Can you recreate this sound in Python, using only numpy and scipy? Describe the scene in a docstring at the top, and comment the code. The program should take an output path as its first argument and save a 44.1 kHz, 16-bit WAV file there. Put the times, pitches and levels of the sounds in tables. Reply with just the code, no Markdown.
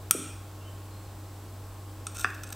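"""Cracking a caramel crust

A steel spoon taps the crust and the dish thuds softly on the table. Later the tip is set down and
pressed: the sugar crackles, snaps with a hollow crack and keeps splintering. A small kitchen hums
and answers, two faint far chirps pass, and a limiter ducks after the loud tap."""
import sys
import numpy as np
from scipy import signal
from scipy.fft import rfft, irfft, next_fast_len
from scipy.io import wavfile
from scipy.ndimage import uniform_filter1d, minimum_filter1d, map_coordinates

SR = 44100
rng = np.random.default_rng(int(sys.argv[2]) if len(sys.argv) > 2 else 0)


def pcm_store(signal):
    """Save signal as 16-bit PCM."""
    levels = np.round(np.clip(np.atleast_2d(signal), -1, 1) * 32767)
    wavfile.write(sys.argv[1], SR, levels.astype(np.int16).T)


N = 112454

# spoon hits on the crust: t/s, level/dB, contact cutoff/Hz
SPOON_TAPS = [(.1099, 9.5, 19000), (2.0684, -10.5, 8000)]
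# the spoon, damped by the crust: f/Hz, level/dB, t60/s
SPOON_MODES = [(181, -32.5, 0.028), (1327, -18, 0.023), (2480, -20.5, 0.011), (3470, -19.5, 0.009),
               (5820, -4.5, 0.0033), (6800, -14.5, .008), (8190, -7, 0.01), (8750, -11, 0.014),
               (9500, -10, 0.0061), (11750, -18, 0.0031), (12980, -2, 0.0037), (14500, -10, 0.0027)]
# colour of crushed sugar: f/Hz, level/dB
GRIT_COLOUR = [(500, -11), (2000, -10), (3200, -1), (5500, -2.5), (10000, 7.5), (12000, 4.5), (15500, 2)]
# the dish on the table: f/Hz, level/dB, t60/s
DISH_MODES = [(154, -32, 0.13), (256, -15.5, 0.28), (306.8, -12.5, .28), (389, -2.5, .045),
              (498, -10.5, 0.046), (627, -10, 0.032)]
# the crust gives way: t/s, level/dB
CRUST_SNAPS = [(2.2451, -7), (2.2528, -18.5), (2.255, -23)]
# the sugar plate: f/Hz, level/dB, t60/s
CRUST_MODES = [(247, -32, .06), (406, -24.5, 0.036), (737, -22.5, 0.046), (1118, -9.5, 0.025),
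               (1410, 1.5, 0.0082), (1706, 2.5, 0.0097), (2566, -6, 0.011), (3450, -17, 0.011),
               (4930, -15.5, 0.0081), (5950, -17.5, 0.0076), (8350, -16, 0.0072)]
# bursts of tiny fractures: t/s, level/dB, length/s, splinter share/dB
CRACKLE_BURSTS = [(2.145, -36.5, .012, 0), (2.157, -35, 0.0096, -4), (2.167, -32, 0.0045, -7),
                  (2.18, -31.5, 0.01, -1), (2.194, -29.5, 0.0083, 0), (2.206, -29, .013, 0),
                  (2.223, -36, .012, -2), (2.235, -34.5, 0.0088, -6), (2.302, -43.5, 0.0025, -1),
                  (2.343, -41, 0.0079, 4), (2.4342, -33.5, 0.0025, -2), (2.44, -39.5, .004, 0),
                  (2.467, -41, 0.013, -7), (2.4898, -44.5, 0.0037, 1), (2.5014, -39.5, .004, -4),
                  (2.5236, -29.5, 0.0068, 4.5)]
# the pressed spoon tip: f/Hz, level/dB, t60/s
TIP_MODES = [(1403, -6.5, 0.023), (2560, -7.5, 0.014), (3650, -3.5, 0.0081), (4470, -5.5, 0.0037),
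             (5560, -1.5, 0.0095), (6290, -0.5, 0.0071), (7750, 2.5, 0.0046), (8370, -3.5, 0.016),
             (9080, 8, 0.0021)]
# thin sugar splinters: f/Hz, level/dB, t60/s
SPLINTER_MODES = [(12600, 0, 0.0034), (13900, -3, .006), (14500, -5, .004)]
# far whistles, the first two overlapping: t/s, length/s, start f/Hz, end f/Hz, level/dB
CHIRP_GLIDES = [(.55, 0.12, 2704, 2810, -64.5), (0.609, 0.122, 3000, 3113, -62),
                (.885, .13, 4160, 4185, -60.5)]
# bounces off near surfaces: delay/s, level/dB
REFLECTIONS = [(.0023, -19.5), (.0085, -15.5)]
# decay of the kitchen's tail: f/Hz, t60/s
ROOM_DECAY = [(150, 0.57), (400, 0.23), (1500, 0.66), (3000, 0.63), (8500, 0.43), (14000, 0.33)]
# colour of that tail: f/Hz, level/dB
ROOM_COLOUR = [(150, -4), (350, -7), (900, -15), (1500, -13.5), (2500, -10.5), (5500, -14.5), (8500, -13.5),
               (12000, -20.5), (15000, -25)]
# appliance hum: f/Hz, rms level/dB
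HUM_LINES = [(96.8, -43.5), (257, -72), (310.5, -58.5), (390, -84), (626, -66.5), (821, -65), (1083, -64)]
# colour of the room tone: f/Hz, level/dB
AIR_COLOUR = [(22, -14), (35, -6), (52, 2), (75, -7.5), (120, -8), (160, -8), (210, -12), (320, -9),
              (500, -13.5), (1000, -15.5), (1400, -19.5), (2000, -26), (4500, -27.5), (7000, -30),
              (7700, -25), (9000, -31), (15500, -31)]
# colour of the hiss that differs between the ears: f/Hz, level/dB
SIDE_AIR_COLOUR = [(15, -47), (25, -15), (59, -18), (136, -49), (204, -2.5), (1110, -7), (5880, -4.5),
                   (15500, -3.5)]


def spoon():
    """Steel meets sugar: each tap is a short ring with a puff of grit."""
    out = np.zeros(N)
    for s, db, contact_hz in SPOON_TAPS:
        click = ring(SPOON_MODES, attack_s=0.00058, contact_hz=contact_hz)
        add(out, s, amp(db) * (click + grit(contact_hz)))
    return out


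def grit(contact_hz, db=-22.5, fade_s=0.0063):
    """A few milliseconds of noise as sugar crushes at the point of contact."""
    t = np.arange(SR // 5) / SR
    hz = np.fft.rfftfreq(len(t), 1 / SR)
    colour = amp(along(GRIT_COLOUR, hz)) * soft(hz, contact_hz)
    burst = irfft(rfft(rng.standard_normal(len(t))) * colour, len(t))
    return amp(db) * burst * np.exp(-(t / fade_s) ** 2)


def dish(at_s=.1465, db=-15.5):
    """The dish settles on the table with a soft thud just after the first tap."""
    out = np.zeros(N)
    add(out, at_s, amp(db) * ring(DISH_MODES, attack_s=0.0011))
    return out


def crust():
    """The sugar plate snaps over the soft cream, in one big and two small steps."""
    out = np.zeros(N)
    for s, db in CRUST_SNAPS:
        add(out, s, amp(db) * ring(CRUST_MODES, attack_s=0.00095))
    return out


def crackle(fractures_per_s=4600, scatter_db=3.5):
    """Each burst is a run of tiny fractures that ring the spoon tip and thin splinters."""
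    tip_hits, splinter_hits = np.zeros(N), np.zeros(N)
    for s, db, length, splinter_db in CRACKLE_BURSTS:
        count = int(np.clip(fractures_per_s * length, 2, 128))
        offsets = (rng.random(128) * length * SR).astype(int)
        kicks = amp(scatter_db * rng.standard_normal(128)) * rng.choice([-1, 1], 128)
        burst = np.bincount(offsets[:count], kicks[:count])
        burst = amp(db) * burst / np.linalg.norm(burst)
        add(tip_hits, s, burst)
        add(splinter_hits, s, amp(splinter_db) * burst)
    tip = signal.fftconvolve(tip_hits, ring(TIP_MODES, attack_s=.0001))
    splinters = signal.fftconvolve(splinter_hits, ring(SPLINTER_MODES, attack_s=.0001))
    return (tip + splinters)[:N]


def ring(modes, attack_s, contact_hz=SR):
    """Damped modes after one hit; a softer contact misses the high ones."""
    t = np.arange(SR // 5) / SR
    sound = np.zeros(len(t))
    for k, (hz, db, t60) in enumerate(modes):
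        gain = (-1) ** k * amp(db) * soft(hz, contact_hz)
        decay = np.exp(-np.log(1000) * t / t60)
        sound += gain * decay * np.sin(2 * np.pi * hz * t)
    return sound * (1 - np.exp(-t / attack_s))


def chirps(waver_hz=35):
    """Faint gliding whistles, perhaps a bird outside."""
    out = np.zeros(N)
    for s, length, start_hz, end_hz, db in CHIRP_GLIDES:
        n = int(length * SR)
        hz = np.linspace(start_hz, end_hz, n) + waver_hz * wobble(97)[:n]
        add(out, s, amp(db) * np.hanning(n) * np.sin(2 * np.pi * np.cumsum(hz) / SR))
    return out


def walls(x):
    """Dull early reflections from the table and a near wall."""
    out = np.zeros(N)
    for s, db in REFLECTIONS:
        add(out, s, amp(db) * x)
    return filtered(out, lambda hz: soft(hz, corner_hz=9600))


def kitchen(x, predelay_s=.005, build_s=0.0038):
    """The small room's diffuse tail, lingering longest in the upper mids."""
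    hz, t, spectrum = signal.stft(rng.standard_normal(SR), SR, nperseg=256)
    t60 = along(ROOM_DECAY, hz)[:, None]
    colour = amp(along(ROOM_COLOUR, hz))[:, None]
    decay = np.exp(-np.log(1000) * t / t60)
    unit_energy = np.sqrt(2 * np.log(1000) / (t60 * SR))
    tail = signal.istft(spectrum * colour * decay * unit_energy, SR, nperseg=256)[1]
    fade_in = 1 - np.exp(-np.arange(len(tail)) / SR / build_s)
    response = np.zeros(SR)
    add(response, predelay_s, tail * fade_in)
    return signal.fftconvolve(x, response)[:N]


def appliance_hum(drift_hz=0.21, flutter_db=.6):
    """A low drone with weak upper lines, each wavering a little in level and pitch."""
    out = np.zeros(N)
    lowest_hz = HUM_LINES[0][0]
    for hz, db in HUM_LINES:
        gain = np.sqrt(2) * amp(db + flutter_db * wobble(8.67))
        pitch = hz + drift_hz * hz / lowest_hz * wobble(12)
        out += gain * np.sin(2 * np.pi * np.cumsum(pitch) / SR)
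    return out


def room_tone(colour, rms_db):
    """A steady bed of coloured noise."""
    air = filtered(rng.standard_normal(N), lambda hz: amp(along(colour, hz)))
    return amp(rms_db) * air / air.std()


def soft(hz, corner_hz):
    """Gain of a steep low-pass."""
    return 1 / np.sqrt(1 + (hz / corner_hz) ** 8)


def amp(db):
    """Decibels to gain."""
    return 10 ** (np.asarray(db) / 20)


def along(points, hz):
    """Read a curve of (f/Hz, value) points on a log frequency axis."""
    f, v = np.transpose(points)
    return np.interp(np.log(hz + 1), np.log(f + 1), v)


def filtered(x, response):
    """EQ x with a gain curve over frequency."""
    m = next_fast_len(N + SR // 2)
    return irfft(rfft(x, m) * response(np.fft.rfftfreq(m, 1 / SR)), m)[..., :N]


def wobble(rate):
    """A smooth random curve, rate knots a second."""
    return map_coordinates(rng.standard_normal(256), [np.arange(N) * rate / SR], mode="wrap")


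def add(track, s, sound):
    """Mix a sound into the track at time s."""
    part = track[round(s * SR):][:len(sound)]
    part += sound[:len(part)]


def scene():
    """Everything sits in the centre; only a trace of room and hiss differs between the ears."""
    knocks, snaps, crumbs = spoon() + dish(), crust(), crackle()
    near = knocks + snaps + crumbs
    reverb_send = amp(5.5) * knocks + amp(5) * snaps + amp(4) * crumbs
    far = chirps()
    mid = near + walls(near) + kitchen(reverb_send)
    mid += far + amp(16) * kitchen(far)  # a wet mix sets the chirps far back
    mid += appliance_hum() + room_tone(AIR_COLOUR, rms_db=-48.5)
    side = amp(-21) * kitchen(near) + room_tone(SIDE_AIR_COLOUR, rms_db=-62)
    return np.array([mid + side, mid - side])


def record(dry, ceiling_db=-1.5, hold_s=0.02, release_db_per_s=59, top_hz=15930):
    """A fast limiter that holds and slowly lets go, then a sharp high cut."""
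    peak_db = 20 * np.log10(np.abs(dry).max(axis=0) + 1e-9)
    over_db = np.maximum(peak_db - ceiling_db, 0)
    hold = 2 * int(hold_s * SR / 2) + 1
    held_db = -minimum_filter1d(-over_db, hold, origin=hold // 2)
    ramp_db = release_db_per_s * np.arange(N) / SR
    released_db = np.maximum.accumulate(held_db + ramp_db) - ramp_db
    duck_db = uniform_filter1d(released_db, size=9)
    return filtered(dry * amp(-duck_db), lambda hz: np.clip((top_hz - hz) / 200, 0, 1))


dry = scene()
out = record(dry)
pcm_store(out)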